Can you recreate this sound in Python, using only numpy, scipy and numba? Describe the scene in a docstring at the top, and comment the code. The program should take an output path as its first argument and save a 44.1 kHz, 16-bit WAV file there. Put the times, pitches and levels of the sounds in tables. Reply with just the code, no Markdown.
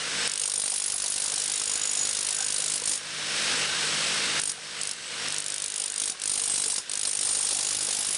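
"""An electric demolition hammer chisels up clay floor tile in a bare room, close to a mono microphone.
About fifty blows a second drive cracking and grinding noise, ringing steel modes and slab thuds;
thrown chips tick and loose pieces knock as decaying modes. The motor and dust suction, filtered noise
with hum and whines, run throughout. Blows overload the microphone, and its gain control ducks the rush."""
import sys
import numpy as np
from scipy import signal
from scipy.fft import rfft, irfft
from scipy.io import wavfile
from numba import njit

SR = 44100
rng = np.random.default_rng(int(sys.argv[2]) if len(sys.argv) > 2 else 0)


def unload_wav(signal):
    """Save mono or channel-first audio to the path in sys.argv[1] as 16-bit WAV at rate SR, clipped to [-1, 1]."""
    wavfile.write(
        sys.argv[1],
        SR,
        np.round(np.clip(np.atleast_2d(signal).T, -1, 1) * 32767).astype(np.int16),
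    )


N = 360297
TIME = np.arange(N) / SR

# chisel pressed down, so that blows land: start t/s, end t/s, first rate f/Hz, settled rate f/Hz,
# force at touch level/dB, full force level/dB, lean-in time/s, ease-off time/s
BURSTS = [(0.2741, 2.99, 48.88, 51.33, -10.5, 7.5, .22, .05), (4.396, 4.53, 50, 50.04, -5.5, 7, 0.071, .03),
          (4.812, 4.94, 50.58, 51.2, -6, -5.5, 0.09, .015), (5.2815, 6.13, 50.29, 49.84, -12, 1, .5, .02),
          (6.1965, 6.79, 49.6, 49.06, -7.5, 10, .1, .005), (6.8945, 8.16, 50.52, 49.67, -5, 11.5, .36, .01)]


def undb(db):
    """Decibels to gain."""
    return 10 ** (np.asarray(db) / 20)


def curve(rows):
    """Rows (s, value) joined by straight lines."""
    return np.interp(TIME, *np.transpose(rows))


def unit(x):
    """Scaled to rms 1."""
    return x / np.sqrt(np.mean(x ** 2))


def noise(points):
    """Noise of rms 1, its spectrum drawn through (Hz, dB) points on a log-frequency axis."""
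    hz, db = np.transpose(points)
    bin_hz = np.arange(N // 2 + 1) * SR / N
    gain_db = np.interp(np.log(np.maximum(bin_hz, 1)), np.log(hz), db)
    return unit(irfft(rfft(rng.standard_normal(N)) * undb(gain_db), N))


def ring(x, hz, t60):
    """One decaying mode; a unit pulse rings with amplitude near 1."""
    pole = np.exp((2j * np.pi * hz - np.log(1000) / t60) / SR)
    return signal.lfilter([0, pole.imag], [1, -2 * pole.real, abs(pole) ** 2], x + 1e-18)


def fade(x, decay_s):
    """Each pulse becomes an exponential decay."""
    return signal.lfilter([1], [1, -np.exp(-1 / (decay_s * SR))], x + 1e-18)


def burst(x, shape, contact_s=.0058):
    """Each pulse plays shape(t), choked when the chisel seats on the tile again."""
    t = TIME[:SR // 40]
    choke = np.hypot(1, (t / contact_s) ** 5)
    return signal.oaconvolve(x, shape(t) / choke)[:N]


def pulses(times, sizes):
    """Pulses at the given times, each shared between two samples."""
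    at = np.clip(times * SR, 0, N)
    i = at.astype(int)
    early = np.bincount(i, sizes * (1 - at + i), N + 2)
    late = np.bincount(i + 1, sizes * (at - i), N + 2)
    return (early + late)[:N]


def walk(rate_hz):
    """Random level of rms 1, straight lines between 1024 knots; holds the last knot once they run out."""
    knots = rng.standard_normal(1024)
    return unit(np.interp(TIME * rate_hz, np.arange(len(knots)), knots))


def bumps(times, rows, width_s):
    """A Gaussian bump for each row (s, height)."""
    return sum(height * np.exp(-((times - s) / width_s) ** 2) for s, height in rows)


def crank_rate(idle_hz=51.3, settle_s=1.2):
    """Turns a second: idle between bursts; in each one the speed settles towards what the load allows."""
    rate_hz = np.full(N, idle_hz)
    for start, end, first_hz, settled_hz, *_ in BURSTS:
        since_s = np.maximum(TIME - start, 0)
        loaded_hz = settled_hz + (first_hz - settled_hz) * np.exp(-since_s / settle_s)
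        rate_hz = np.where((TIME >= start) & (TIME < end), loaded_hz, rate_hz)
    return rate_hz


def blows(scatter_db, ease_db=19, bite_s=.04, slip_s=.04, lead_s_per_db=.0002):
    """Time and size of every blow, one per crank turn: the worker leans in, holds and eases off."""
    # edge catches on firm tile and bites harder: t/s, extra force level/dB
    bite_rows = [(.44, 5.5), (1.969, 2), (2.75, 6), (2.9, 7), (5.8, 4), (6.06, 12), (7.04, 7)]
    # tile gives way and the chisel slips: t/s, force lost level/dB
    slip_rows = [(.5, 4), (1.8, 5.5), (2.81, 11.5), (5.72, 5.5), (5.931, 10)]
    turns = np.cumsum(crank_rate()) / SR
    times, force_db = [], []
    for start, end, _, _, touch_db, full_db, lean_s, ease_s in BURSTS:
        first_turn, last_turn = np.interp([start, end], TIME, turns)
        t = np.interp(np.arange(first_turn, last_turn), turns, TIME)
        lean_db = np.interp(t - start, [0, lean_s], [touch_db, full_db])
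        lost_db = np.interp(end - t, [0, ease_s], [ease_db, 0])
        times.append(t)
        force_db.append(lean_db - lost_db)
    times = np.concatenate(times)
    force_db = np.concatenate(force_db)
    force_db = force_db + bumps(times, bite_rows, bite_s) - bumps(times, slip_rows, slip_s)
    sizes = undb(force_db + scatter_db * rng.standard_normal(len(times)))
    # pressed harder, the chisel sits higher and meets the piston sooner
    return times - lead_s_per_db * force_db, sizes


def crunch(times, sizes, db=4, crack_s=0.0013, grind_db=-17, grind_rise_s=0.00018,
           crumble_db=-29, crumble_s=0.013, bite_power=1.374, grit_db=3, scatter_db=1.5):
    """Clay cracks at each blow and grinds under the edge; the deeper the bite, the more crumbles after."""
    # crunch spectrum: f/Hz, relative density level/dB
    crunch_spectrum = [(300, -42), (1000, -45.5), (2000, -11), (3000, -1), (4200, 3), (5300, 5.5),
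                       (7500, 4.5), (9500, 9), (10800, -15.5)]
    crack = fade(pulses(times, sizes), crack_s)
    scatter = undb(scatter_db * rng.standard_normal(len(times)))
    bites = pulses(times, sizes ** bite_power * scatter)
    grind = burst(bites, lambda t: 1 - np.exp(-t / grind_rise_s))
    # at 700 knots/s the grit varies for the first 1.46 s, then holds
    crumble = fade(bites, crumble_s) * undb(grit_db * walk(700))
    envelope = crack + undb(grind_db) * grind + undb(crumble_db) * crumble
    return undb(db) * noise(crunch_spectrum) * envelope


def singing(times, start, end, fade_s=0.042):
    """0 to 1: how fully the chisel is seated for one mode between start and end."""
    return np.clip(.5 + np.minimum(times - start, end - times) / (2 * fade_s), 0, 1)


def chisel(times, sizes, db=0, scatter_db=4.5, jitter_s=.00008, free_db=-20, bite_power=1.214):
    """Every blow rings the steel with a new mix of modes; a little of the ring outlasts the contact."""
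    # chisel modes: f/Hz, t60/s, level/dB
    modes = [(4150, 0.075, -41), (5290, 0.033, -19.5), (5560, 0.012, -15), (6890, 0.042, -12),
             (8140, 0.051, -17.5), (8930, 0.028, -5), (9280, 0.014, -12.5), (9710, 0.095, -16),
             (10320, 0.063, -12), (10730, 0.28, -19)]
    # the chisel's seat in the tile lets one mode sing out: start t/s, end t/s, mode f/Hz, extra level/dB
    sing_rows = [(.41, .69, 8930, 10.5), (.49, 1.25, 10320, 7.5), (1.0, 1.25, 4150, 21),
                 (1.65, 2.06, 6890, 12.5), (2.33, 2.48, 6890, 12), (2.74, 2.97, 8930, 8),
                 (4.38, 4.53, 8930, 10), (4.8, 4.95, 5290, 12), (5.3, 5.59, 5560, 13.5),
                 (5.66, 6.14, 9280, 16.5), (6.25, 6.8, 8930, 8), (6.98, 7.5, 8930, 10),
                 (6.42, 6.75, 8140, 16.5), (7.53, 8.2, 10730, 7.5)]
    mode_hz = np.array(modes)[:, 0]
    out = 0
    for k, (hz, t60, mode_db) in enumerate(modes):
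        shift, scatter = rng.standard_normal((len(times), 2)).T
        extra_db = 0
        for start, end, sing_hz, lift_db in sing_rows:
            if np.argmin(abs(mode_hz - sing_hz)) == k:
                extra_db = extra_db + lift_db * singing(times, start, end)
        hit_gain = undb(mode_db + extra_db + scatter_db * scatter)
        hits = pulses(times + jitter_s * shift, sizes ** bite_power * hit_gain)
        choked = burst(hits, lambda t: np.sin(2 * np.pi * hz * t) * undb(-60 * t / t60))
        out = out + choked + undb(free_db) * ring(hits, hz, t60)
    return undb(db) * out


def slab(times, sizes, db=-19, decay_s=0.0053, rebound_s=.0125, rebound_db=-9, scatter_db=4.5,
         thump_db=-30, thump_hz=115, thump_t60=0.022):
    """The floor thuds under each blow and again when the tool drops back on it."""
    # thud spectrum: f/Hz, relative density level/dB
    thud_spectrum = [(25, -30), (60, -15), (110, -5), (250, -19), (480, 3.5), (900, -10), (1600, -9),
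                     (4000, -4.5)]
    first, second = undb(scatter_db * rng.standard_normal((len(times), 2))).T
    hits = pulses(times, sizes * first)
    hits = hits + undb(rebound_db) * pulses(times + rebound_s, sizes * second)
    thud = noise(thud_spectrum) * fade(hits, decay_s)
    thump = ring(pulses(times, sizes), thump_hz, thump_t60)
    return undb(db) * thud + undb(thump_db) * thump


def chips(times, sizes, db=-25, spread_db=0.5, flight_s=.03, cycles=22, low_hz=750, high_hz=7000,
          pitches=24, chips_per_pitch=36):
    """Random blows throw off chips of many sizes; each ticks dully at its own pitch on landing."""
    out = 0
    for hz in np.geomspace(low_hz, high_hz, pitches):
        thrown = rng.integers(0, len(times), chips_per_pitch)
        flight, weight = rng.exponential(size=(chips_per_pitch, 2)).T
        landing_sizes = sizes[thrown] * undb(spread_db * np.minimum(weight, 2))
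        landings = pulses(times[thrown] + flight_s * flight, landing_sizes)
        out = out + ring(landings, hz, cycles / hz)
    return undb(db) * out


def knocks(db=-4, t60=0.037, overtone=2.0, overtone_db=-6):
    """Loose pieces of tile clunk on the slab with two short plate modes."""
    # knocks: t/s, level before the common gain/dB, f/Hz
    knock_rows = [(.942, -2, 716), (1.615, -1, 1270), (1.695, -7, 1000), (2.406, -1, 780), (2.66, -3, 657),
                  (2.82, -4.5, 490), (6.659, -1, 440), (7.846, -6, 510), (7.885, -5, 545.3)]
    out = 0
    for s, knock_db, hz in knock_rows:
        hit = pulses(np.array([s]), undb([knock_db]))
        out = out + ring(hit, hz, t60) + undb(overtone_db) * ring(hit, hz * overtone, t60)
    return undb(db) * out


def room(x, db=-17, t60=0.17, gap_s=0.0032):
    """Bare walls and floor return a dense, short tail of decaying noise."""
    t = TIME[:SR]
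    tail = rng.standard_normal(SR) * undb(-60 * t / t60) * (t > gap_s)
    return undb(db) * signal.fftconvolve(x, tail / np.linalg.norm(tail))[:N]


def motor(db=-19.5, waver_db=3.5, throb=0.123):
    """Cooling air and suction rush, the crank gear hums, motor and fan whine unsteadily."""
    # level by nearness of motor and suction: t/s, level before the common gain/dB
    near_rows = [(0, 0.5), (.5, -4.5), (1.5, 4), (3.1, 2.5), (4.35, 0), (5.0, -2.5), (5.9, -1.5),
                 (6.85, -2.5), (8.15, 4)]
    # rush spectrum: f/Hz, relative density level/dB
    rush_spectrum = [(18, -54), (30, -24), (122, -16.5), (149, -12), (275, -13.5), (398, -11.5),
                     (462, -6.5), (814, -11.5), (1540, -5), (1700, -5), (2930, -4), (5420, -5), (7460, -11),
                     (8240, -7.5), (10800, -16), (14000, -69), (22000, -120)]
    # crank gear hum: multiple of crank rate, level re rush/dB
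    hum_rows = [(2, -38), (3, -26), (4, -32), (5, -34), (6, -30), (7, -34), (9, -28)]
    # motor and fan whines: f/Hz, bandwidth f/Hz, level re rush/dB
    whine_rows = [(1565, 160, -15), (2860, 280, -15), (3770, 180, -16), (5296, 30, -22), (8020, 55, -18),
                  (8850, 120, -22)]
    angle = 2 * np.pi * np.cumsum(crank_rate()) / SR
    air = noise(rush_spectrum) * (1 + throb * np.cos(angle))
    hum = 0
    for multiple, line_db in hum_rows:
        gain = undb(line_db + waver_db * walk(6.8))
        phase = 2 * np.pi * rng.random()
        hum = hum + gain * np.sqrt(2) * np.sin(round(multiple) * angle + phase)
    whine = 0
    for hz, width_hz, line_db in whine_rows:
        gain = undb(line_db + waver_db * walk(9.6))
        t60 = np.log(1000) / (np.pi * width_hz)
        whine = whine + gain * unit(ring(rng.standard_normal(N), hz, t60))
    return undb(db + curve(near_rows)) * (air + hum + whine)


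def scene():
    """The work on the tile, its echo and the running motor, heard at one point."""
    times, sizes = blows(scatter_db=1.5)
    work = crunch(times, sizes) + chisel(times, sizes) + slab(times, sizes)
    work = work + chips(times, sizes) + knocks()
    return np.tile(work + room(work) + motor(), (2, 1))


@njit
def peak_follower(x, hold, fall):
    """Jumps to each peak, holds it for some samples, then sinks by a factor per sample."""
    out, e, age = np.empty(len(x)), x[0], 0.
    for i in range(len(x)):
        age += 1
        if x[i] > .9 * e:
            age = 0.
        if age > hold:
            e *= fall
        e = max(e, x[i])
        out[i] = e
    return out


def record(dry, out_db=-15.5, knee_db=-11, hold_s=0.04, release_db_per_s=30, start_db=-3,
           bass_hz=56, top_hz=10980):
    """The microphone overloads and drops the bass; gain control ducks at once and recovers slowly."""
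    low_pass = signal.ellip(12, .2, 80, top_hz, fs=SR, output="sos")
    high_pass = signal.butter(2, bass_hz, "high", fs=SR, output="sos")
    clipped = signal.sosfilt(np.vstack([high_pass, low_pass]), np.tanh(dry[0]))
    # the gain control starts already ducked
    peaks = np.maximum(abs(clipped), undb(start_db) * (TIME == 0))
    held = peak_follower(peaks, float(hold_s * SR), float(undb(-release_db_per_s / SR)))
    levelled = undb(out_db) * clipped / np.maximum(held, undb(knee_db))
    return np.tile(signal.sosfilt(low_pass, levelled), (2, 1))


dry = scene()
out = record(dry)
unload_wav(out)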